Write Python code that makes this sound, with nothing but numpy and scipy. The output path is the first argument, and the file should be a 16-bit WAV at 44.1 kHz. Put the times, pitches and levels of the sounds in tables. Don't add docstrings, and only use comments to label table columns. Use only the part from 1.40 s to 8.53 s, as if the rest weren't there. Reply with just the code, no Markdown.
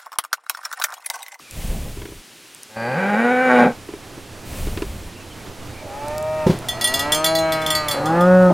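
import sys
import numpy as np
from scipy import signal
from scipy.fft import rfft, irfft, next_fast_len
from scipy.io import wavfile
from scipy.ndimage import uniform_filter1d

SR = 44100
rng = np.random.default_rng(int(sys.argv[2]) if len(sys.argv) > 2 else 0)


def transcribe(u):
    v = np.clip(np.atleast_2d(u).T, -1, 1)
    q = np.round(v * 32767).astype(np.int16)
    wavfile.write(sys.argv[1], SR, q)


N = 314433
T = np.arange(N) / SR
HZ = np.fft.rfftfreq(4096, 1 / SR)

# time in seconds, level in dB.
FIELD_RISE = [(1.9, -70.5), (2.3, -40.5), (4.2, -38), (4.7, -35.5)]


def amp(db):
    return 10 ** (np.asarray(db) / 20)


def unit(x):
    return x / np.sqrt(np.mean(x ** 2) + 1e-20)


def ramp(t, start, end):
    return np.clip((t - start) / (end - start), 0, 1)


def bump_curve(t, centre, width):
    return np.exp(-((t - centre) / width) ** 2)


def curves(rows, t):
    s, *columns = np.transpose(rows)
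    return [np.interp(t, s, c) for c in columns]


def colour(points):
    f, db = np.transpose(points)
    return amp(np.interp(np.log(HZ + 1), np.log(f + 1), db))


def through(x, gain):
    both_sides = np.r_[gain, gain[-2:0:-1]]
    log_gain = np.log(np.maximum(both_sides, 1e-5))
    taps = np.fft.ifft(np.exp(np.conj(signal.hilbert(log_gain)))).real
    return signal.oaconvolve(x, taps)[:len(x)]


def noise(points, size):
    return unit(through(rng.standard_normal(size), colour(points)))


def wander(size, hz):
    padded = next_fast_len(size)
    f = np.fft.rfftfreq(padded, 1 / SR)
    spectrum = rfft(rng.standard_normal(padded)) * np.exp(-(f / hz) ** 2)
    return unit(irfft(spectrum, padded)[:size])


def ring(modes, t):
    return sum(amp(db) * np.exp(-np.log(1000) * t / t60) * np.sin(2 * np.pi * hz * t)
               for hz, db, t60 in modes)


def resonate(x, hz, width):
    turn, r = np.exp(2j * np.pi * np.cumsum(hz) / SR), np.exp(-np.pi * width / SR)
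    smooth = signal.lfilter([1 - r], [1, -r], x / turn)
    return 2 * (turn * signal.lfilter([1 - r], [1, -r], smooth)).real


def add(mix, s, sound):
    part = mix[max(round(s * SR), 0):][:len(sound)]
    part += sound[:len(part)]


def outdoors(swell_db=1, apart_db=-15, right_db=3):
    # frequency in Hz, relative level in dB.
    hiss_colour = [(59, -62), (100, -9), (350, -2.5), (471, -8), (768, -10.5), (1060, -9), (2270, -8),
                   (2580, -6.5), (10700, -14.5), (16000, -25)]
    # frequency in Hz, side level in dB relative to the centre.
    hiss_width = [(2500, -20), (5000, -28.5), (8000, -7), (15000, -7.5)]
    # frequency in Hz, relative level in dB.
    field_colour = [(25, 5), (55, -3), (90, 8.5), (125, -2), (170, -0.5), (300, 0.5), (600, -5),
                    (1300, -10.5), (2500, -16), (6000, -23), (15000, -33.5)]
    hiss_db = -45.5

    centre = noise(hiss_colour, N)
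    side = through(noise(hiss_colour, N), colour(hiss_width))
    hiss = np.array([centre + side, centre - side])

    wash, apart = noise(field_colour, N), amp(apart_db) * noise(field_colour, N)
    field = np.array([amp(-right_db / 2) * (wash + apart), amp(right_db / 2) * (wash - apart)])
    level_db, = curves(FIELD_RISE, T)
    return amp(hiss_db) * hiss + amp(level_db + swell_db * wander(N, hz=8.7)) * field


def hum():
    # frequency in Hz, width in Hz, level in dB relative to the field.
    hz, width, db = (119.2, 9.9, -9)
    level_db, = curves(FIELD_RISE, T)
    return amp(level_db + db) * unit(resonate(rng.standard_normal(N), np.full(N, hz), width))


def birds(warble=0.035):
    # start in seconds, length in seconds, start pitch in Hz, end pitch in Hz, level in dB.
    chirps = [(0.027, 0.14, 2450, 2320, -51), (2.498, 0.078, 2430, 2280, -53),
              (3.741, 0.11, 2800, 2640, -49), (3.895, 0.051, 3330, 2920, -48.5),
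              (3.988, 0.038, 2370, 2220, -49), (4.332, 0.11, 2325, 2270, -47.5)]
    out = np.zeros(N)
    for s, length, start_hz, end_hz, db in chirps:
        size = int(length * SR)
        hz = np.linspace(start_hz, end_hz, size) * (1 + warble * wander(size, hz=120))
        whistle = np.sqrt(2) * np.sin(2 * np.pi * np.cumsum(hz) / SR)
        add(out, s, amp(db) * whistle * signal.windows.tukey(size, .5))
    return out


def snorts(flutter_db=2, buffet_rise_db=14, buffet_fall_db=18, hiss_rise_db=8, hiss_fall_db=14, rise_s=0.15):
    # start in seconds, length in seconds, hold of the buffeting in seconds, buffeting in dB, hiss in dB.
    blows = [(.09, 0.74, 0.1, -25.5, -37), (3.03, 0.69, 0.19, -25, -37)]
    # frequency in Hz, relative level in dB.
    buffet_colour = [(12, -29), (20, 3.5), (65, -2), (178, -10), (354, -22.5), (526, -20), (783, -26.5),
                     (857, -29), (1500, -43), (1950, -50), (3300, -120)]
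    # frequency in Hz, relative level in dB.
    nose_colour = [(300, -6), (600, -2), (1200, 1), (2500, 7.5), (5000, 1.5), (9000, 3.5), (13000, 0),
                   (16000, -0.5)]
    out = np.zeros(N)
    for s, length, hold, buffet_db, hiss_db in blows:
        t = np.arange(0, length, 1 / SR)
        still_to_rise = ramp(t, rise_s, 0)
        low_db = buffet_db - buffet_rise_db * still_to_rise - buffet_fall_db * ramp(t, rise_s + hold, length)
        high_db = hiss_db - hiss_rise_db * still_to_rise - hiss_fall_db * ramp(t, rise_s, length)
        buffet = noise(buffet_colour, len(t)) * amp(low_db + flutter_db * wander(len(t), hz=29.6))
        hiss = noise(nose_colour, len(t)) * amp(high_db)
        add(out, s, (buffet + hiss) * signal.windows.tukey(len(t), .12))
    return out


def ticks(level_db=-1, decay_s=0.00078):
    # time in seconds, relative level in dB.
    tick_times = [(0.1107, -22.5), (1.148, -26), (1.233, -24), (4.6832, -22.5), (4.7815, -19),
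                  (4.8272, -28), (5.1892, -25)]
    out, t = np.zeros(N), np.arange(1024) / SR
    for s, db in tick_times:
        tick = noise([(1500, -30), (5000, -2.0), (9000, 2.0), (16000, -9)], len(t)) * np.exp(-t / decay_s)
        add(out, s, amp(db + level_db) * tick)
    return out


def chewing(knock_db=-2, crunch_db=-2, crunch_s=0.0073):
    # time in seconds, relative level in dB, crunch in dB relative to that level.
    bites = [(0.572, -24.5, -28), (0.617, -24.5, -7), (0.654, -23, -10.5), (0.687, -27, -14),
             (0.721, -27, -17), (2.489, -20.5, -27), (2.537, -18.5, -22), (2.777, -27, -22),
             (3.27, -18, -13), (3.374, -17.5, -9.5), (3.421, -11.5, -13.5)]
    # frequency in Hz, level in dB, time to fall by 60 dB in seconds.
    jaw_modes = [(336, 12.5, 0.024), (397, -4, 0.093), (540, -7.5, 0.021), (990, -8, 0.045)]
    crunch_colour = [(300, -34), (1200, 10.5), (3000, 5.5), (6000, -6.5), (15000, -24)]  # (Hz, dB)
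    out, t = np.zeros(N), np.arange(SR // 8) / SR
    for s, db, bite_db in bites:
        crunch = noise(crunch_colour, len(t)) * np.exp(-t / crunch_s)
        knock = ring(jaw_modes, t) * (1 - np.exp(-t / 0.0047))
        add(out, s, amp(db) * (amp(knock_db) * knock + amp(bite_db + crunch_db) * crunch))
    return out


def moo(t, hz, level_db, fundamental_db, rasp_db, half_db, mouth, bright_db, throat, jitter, shimmer, damping):
    unsteady = jitter * amp(rasp_db / 2) * wander(len(t), hz=68.0)
    phase = 2 * np.pi * np.cumsum(hz * (1 + unsteady)) / SR
    pulses = unit(sum(np.cos(k * phase - np.pi * k ** 2 / 20) for k in range(2, 48)))
    doubled = pulses * np.sqrt(2) * np.cos(phase / 2 + 0.43 * wander(len(t), hz=18))
    folds = pulses + amp(half_db) * doubled
    rasp = amp(rasp_db) * unit((1 + 0.16 * np.cos(phase)) * rng.standard_normal(len(t)))

    voice = np.zeros(len(t))
    for f, width, db in throat:
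        voice += amp(db) * (resonate(folds, f * mouth, width) + resonate(rasp, f * mouth, width * damping))
    voice = signal.sosfilt(signal.butter(3, 140, "high", fs=SR, output="sos"), voice)
    upper = signal.sosfiltfilt(signal.butter(2, 1100, "high", fs=SR, output="sos"), voice)
    voice += (amp(bright_db) - 1) * upper
    voice /= np.sqrt(abs(uniform_filter1d(voice ** 2, size=1800)) + 1e-12)
    fundamental = amp(fundamental_db) * np.sqrt(2) * np.cos(phase)
    sound = amp(level_db) * (voice + fundamental) * (1 + shimmer * wander(len(t), hz=45))
    out = np.zeros(N)
    add(out, t[0], sound * signal.windows.tukey(len(t), .02))
    return out


def bellow():
    # time in seconds, pitch in Hz.
    pitch = [(1.29, 107.1), (1.45, 116.8), (1.55, 138.5), (1.582, 183.1), (1.67, 200.2), (1.746, 208.7),
             (1.78, 224.7), (1.87, 244.2), (1.95, 251.8), (2.038, 257.3), (2.18, 244.4)]
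    # frequency in Hz before the mouth factor, width in Hz, level in dB.
    bellow_throat = [(205, 90, -5), (530, 125, 0.5), (770, 150, -1.5), (1070, 190, -11), (1525, 170, -5.5),
                     (1830, 260, -13), (2290, 130, -13), (2820, 180, -27), (3750, 170, -31.5),
                     (6800, 700, -43.5), (8700, 1500, -49)]
    # pitch in Hz, level in dB relative to the voice.
    chest = [(112, -11.5), (140, -4.5), (178, -3), (198, -1.5), (228, -1), (245, -2.5), (252, -6.5),
             (257, -9)]
    # frequency in Hz, width in Hz, level in dB with the mouth shut.
    nasal_hz, nasal_width, nasal_db = (4620, 200, -19.5)
    # frequency in Hz before the mouth factor, width in Hz, level in dB then.
    boom_hz, boom_width, boom_db = (205, 55, -1)
    start_s, burst_s, crack_s, strain_s, break_s, end_s = pitch[0][0], 1.37, 1.6, 2.06, 2.2575, 2.33
    attack_s, burst_db, murmur_db = 0.014, -26, -16
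    swell_db_per_s, murmur_db_per_s, release_db_per_s = 15, 150, 300
    shut_mouth, open_mouth = 1.058, 0.99

    t = np.arange(round(start_s * SR), round(end_s * SR)) / SR
    hz, = curves(pitch, t)
    opening = (hz - hz.min()) / np.ptp(hz)
    strain = ramp(t, strain_s, break_s) ** 2

    murmur = murmur_db * ramp(t, burst_s, burst_s - attack_s)
    murmur -= murmur_db_per_s * np.maximum(burst_s - attack_s - t, 0)
    level = burst_db + murmur + swell_db_per_s * (t - burst_s) + 0.5 * strain
    level -= release_db_per_s * np.maximum(t - break_s, 0)
    rasp = -5 + 7 * bump_curve(t, crack_s, 0.11) + 15 * strain
    half = -28 + 22 * bump_curve(t, 1.8, .15) + 31 * ramp(t, strain_s, strain_s + 0.039)
    mouth = shut_mouth + (open_mouth - shut_mouth) * opening
    bright = 7 * opening - 9 * strain

    nose = (nasal_hz / mouth, nasal_width, nasal_db - 26 * opening)
    boom = (boom_hz, boom_width, boom_db - 25 * (1 - strain))
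    fundamental = np.interp(hz, *np.transpose(chest))
    return moo(t, hz, level, fundamental, rasp, half, mouth, bright, [*bellow_throat, nose, boom],
               jitter=0.009, shimmer=0.08, damping=1.6)


def herd_moo(row, throat, tensing=1.42):
    (start, top, end, close_s, start_hz, top_hz, drop_hz, db, swell_db, chest_db, rasp_db, end_rasp_db,
     mouth, drift, bright_db, dulling) = row
    sag_hz_per_s, fade_db_per_s, close_db, close_dull_db = 14, 9, 4.5, 12
    slack_rasp_db, slack_chest_db, slack_dull_db, slack_half_db = 20.5, -13.5, 2, 20
    half_below_rasp_db = -25

    t = np.arange(round(start * SR), round(end * SR)) / SR
    to_go, past = ramp(t, top, start), np.maximum(t - top, 0)
    closing = np.exp((t - end) / close_s)
    slack = to_go ** tensing

    hz = top_hz * (start_hz / top_hz) ** (to_go ** 2) - sag_hz_per_s * past - drop_hz * closing
    level = db - swell_db * slack - fade_db_per_s * past - close_db * closing
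    rasp = rasp_db + slack_rasp_db * slack + end_rasp_db * ramp(t, end - 2 * close_s, end - close_s)
    half = rasp + half_below_rasp_db + slack_half_db * slack
    bright = bright_db - slack_dull_db * slack - dulling * past - close_dull_db * closing
    bright -= 12 * bump_curve(t, 5.98, .05)
    shape = mouth + drift * (t - top)
    return moo(t, hz, level, chest_db + slack_chest_db * slack, rasp, half, shape, bright, throat,
               jitter=0.0032, shimmer=0.03, damping=2.5)


def bumps(rise_s=0.0031, scuff_db=-15, scuff_s=0.048):
    # time in seconds, level in dB.
    bump_times = [(5.0641, -3), (5.0945, -4)]
    # frequency in Hz, level in dB, time to fall by 60 dB in seconds.
    bump_modes = [(171, 1, 0.052), (194, -0.5, 0.054), (376, -3.5, 0.11), (512, -4.5, 0.063),
                  (940, -13.5, 0.051)]
    scuff_colour = [(40, -19), (130, -7.0), (550, -15.5), (1000, -22), (1400, -28), (4000, -33.5),
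                    (16000, -50)]
    out, t = np.zeros(N), np.arange(SR // 4) / SR
    for s, db in bump_times:
        scuff = noise(scuff_colour, len(t)) * np.exp(-t / scuff_s)
        thud = ring(bump_modes, t) + amp(scuff_db) * scuff
        add(out, s, amp(db) * thud * (1 - np.exp(-t / rise_s)))
    return out


def cowbell(level_db=-4, clack_db=-5, clack_s=0.0041, jangle_db=-3, jangle_t60=0.079, spread=0.0179):
    bell_hz = [1935, 2205, 2805, 3165, 3292, 3420, 3458, 4070, 4325, 4546, 5074, 5435, 5620, 6297, 6738,
               7355, 7588, 8108, 8660, 9090, 9237, 9519, 10025, 11035, 11680, 12050, 12635, 13245, 13790,
               15200]
    # level in dB, time to fall by 60 dB in seconds,
    # lean in dB (gained when the clapper hits the narrow wall, lost on the broad wall).
    bell_modes = [(-2, 0.49, 1.5), (-27.5, 0.2, 24.5), (-12.5, 0.44, 3), (-12, 0.2, -14), (-13, 0.21, -9),
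                  (1, 0.2, -1.5), (-1, 0.14, -11), (-12.5, 0.5, 15.5), (-20.5, 0.67, -14.5), (-7, 0.24, 15),
                  (-5.5, 0.25, 0), (-21, 0.39, 11), (-8, 0.072, -6), (-9.5, 0.27, -2), (-11, 0.25, 5),
                  (-9.5, 0.19, -8.5), (-30, 0.29, 27.5), (-12.5, 0.28, 3), (-8, 0.1, 7.5),
                  (-17.5, 0.1, -4.5), (-8, 0.17, -9), (-19, .18, 16), (-13, 0.26, 5), (-15.5, 0.059, -19),
                  (-9, 0.14, 8), (-23, .14, 5), (-13, 0.16, -2), (-23, .12, -11), (-7, 0.11, 0),
                  (-14, 0.097, -2)]
    # time in seconds, relative level in dB, place from -1 (broad wall) to 1 (narrow wall).
    strikes = [(5.2857, -23, -0.84), (5.4115, -20.5, 0.47), (5.442, -19.5, -0.82), (5.473, -21, 0.087),
               (5.5392, -16, 0.16), (5.5927, -19.5, -0.12), (5.7204, -15, -0.59), (5.746, -19.5, -0.56),
               (5.8435, -17, -0.65), (5.861, -22.5, 0.87), (5.9513, -23.5, 0.76), (5.9864, -27, 0.41),
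               (6.1214, -24, 0.46), (6.2162, -34, -0.42), (6.2632, -23, -0.85), (6.3037, -20, -0.83),
               (6.3504, -23, 0.95), (6.4836, -23, -0.61), (6.5113, -22, 0.59), (6.6567, -30.5, -0.38),
               (6.8078, -34, -0.6)]
    clack_colour = [(1200, -30), (3300, -3), (9000, -1.0), (16000, -14)]  # (Hz, dB)
    out, t = np.zeros(N), np.arange(SR * 3 // 4) / SR
    early = t[:6000]
    hz, (db, t60, lean_db) = np.array(bell_hz), np.transpose(bell_modes)
    modes = np.array([ring([(f, 0, decay)], t) for f, decay in zip(hz, t60)])
    for s, strike_db, place in strikes:
        luck, sign, detune = rng.standard_normal((3, len(hz)))
        mode_db = db + place * lean_db + luck * hz / 3000
        clank = (np.sign(sign) * amp(mode_db)) @ modes * (1 - np.exp(-t / 0.00015))
        add(out, s, amp(strike_db + level_db) * clank)
        neighbour_hz = hz * (1 + spread * detune)
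        neighbours = [(f, level, jangle_t60) for f, level in zip(neighbour_hz, db)][3:]
        jangle = ring(neighbours, early) * (1 - np.exp(-early / 0.0026))
        clack = noise(clack_colour, len(early)) * np.exp(-early / clack_s)
        add(out, s, amp(strike_db) * (amp(jangle_db) * jangle + amp(clack_db) * clack))
    return out


def echoes(x, t60, wet_db, dull_hz):
    t = np.arange(SR * 3 // 4) / SR
    hits = rng.random(len(t)) < 2000 / SR
    taps = rng.standard_normal(len(t)) * hits * (t > .006) * np.exp(-np.log(1000) * t / t60)
    tail = through(taps / np.linalg.norm(taps), 1 / np.sqrt(1 + (HZ / dull_hz) ** 2))
    return amp(wet_db) * signal.oaconvolve(x, tail)[:N]


def scene():
    # start, top, end and closing time in seconds, start pitch, top pitch and final
    # drop in Hz, level in dB, swell in dB, fundamental in dB, rasp in dB, final extra rasp in dB, mouth factor
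    # on the throat frequencies, its drift per second, brightness in dB, dulling in dB per second past the top
    moos = [(4.409, 4.931, 5.08, 0.02, 125.2, 156.2, 9.4, -22.5, 18.5, -22, -21, 3, 1.015, 0.071, -3, -15),
            (5.201, 5.979, 6.6, .11, 87.5, 161.8, 19, -20, 18, -16, -16, 10.5, 1.02, -0.055, 7.5, -22),
            (6.539, 6.958, 7.13, 0.0267, 131.6, 183.7, 14.5, -11.5, 15, -1, -15, 22, .96, 0.079, 7.5, 43)]
    # frequency in Hz before the mouth factor, width in Hz, level in dB.
    short_throat = [(623, 49, 5.5), (852, 110, 0), (1245, 170, -10.5), (1820, 91, -13), (2340, 180, -15.5),
                    (2550, 190, -19)]
    long_throat = [(282, 290, -7), (623, 100, 2), (813, 196, -6), (1218, 79, -6.5), (1560, 160, -16.5),
                   (1857, 90, -24), (2210, 130, -18), (2590, 90, -23.5), (2990, 270, -29.5)]
    deep_throat = [(320.7, 125, -1), (575, 37, 7), (843, 105, 0), (1172, 22, -8.5), (1301, 39, -4),
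                   (1527, 93, -12), (1768, 190, -18), (2690, 170, -33)]

    near, song = bellow(), birds()
    short, long, deep = (herd_moo(row, throat) for row, throat in zip(moos, (short_throat, long_throat, deep_throat)))
    far = short + long
    mid = near + far + deep + cowbell() + song + snorts() + chewing() + ticks() + bumps() + hum()
    mid += echoes(near, t60=.16, wet_db=-10, dull_hz=4000)
    mid += echoes(far + deep + song, t60=.3, wet_db=-14, dull_hz=3000)
    side = echoes(far, t60=.1, wet_db=-15, dull_hz=2200)
    return np.array([mid + side, mid - side]) + outdoors()


def record(dry):
    low_pass = signal.firwin(401, 16000, window=("kaiser", 8), fs=SR)
    return signal.oaconvolve(dry, low_pass[None], "same")


dry = scene()
out = record(dry)
transcribe(out)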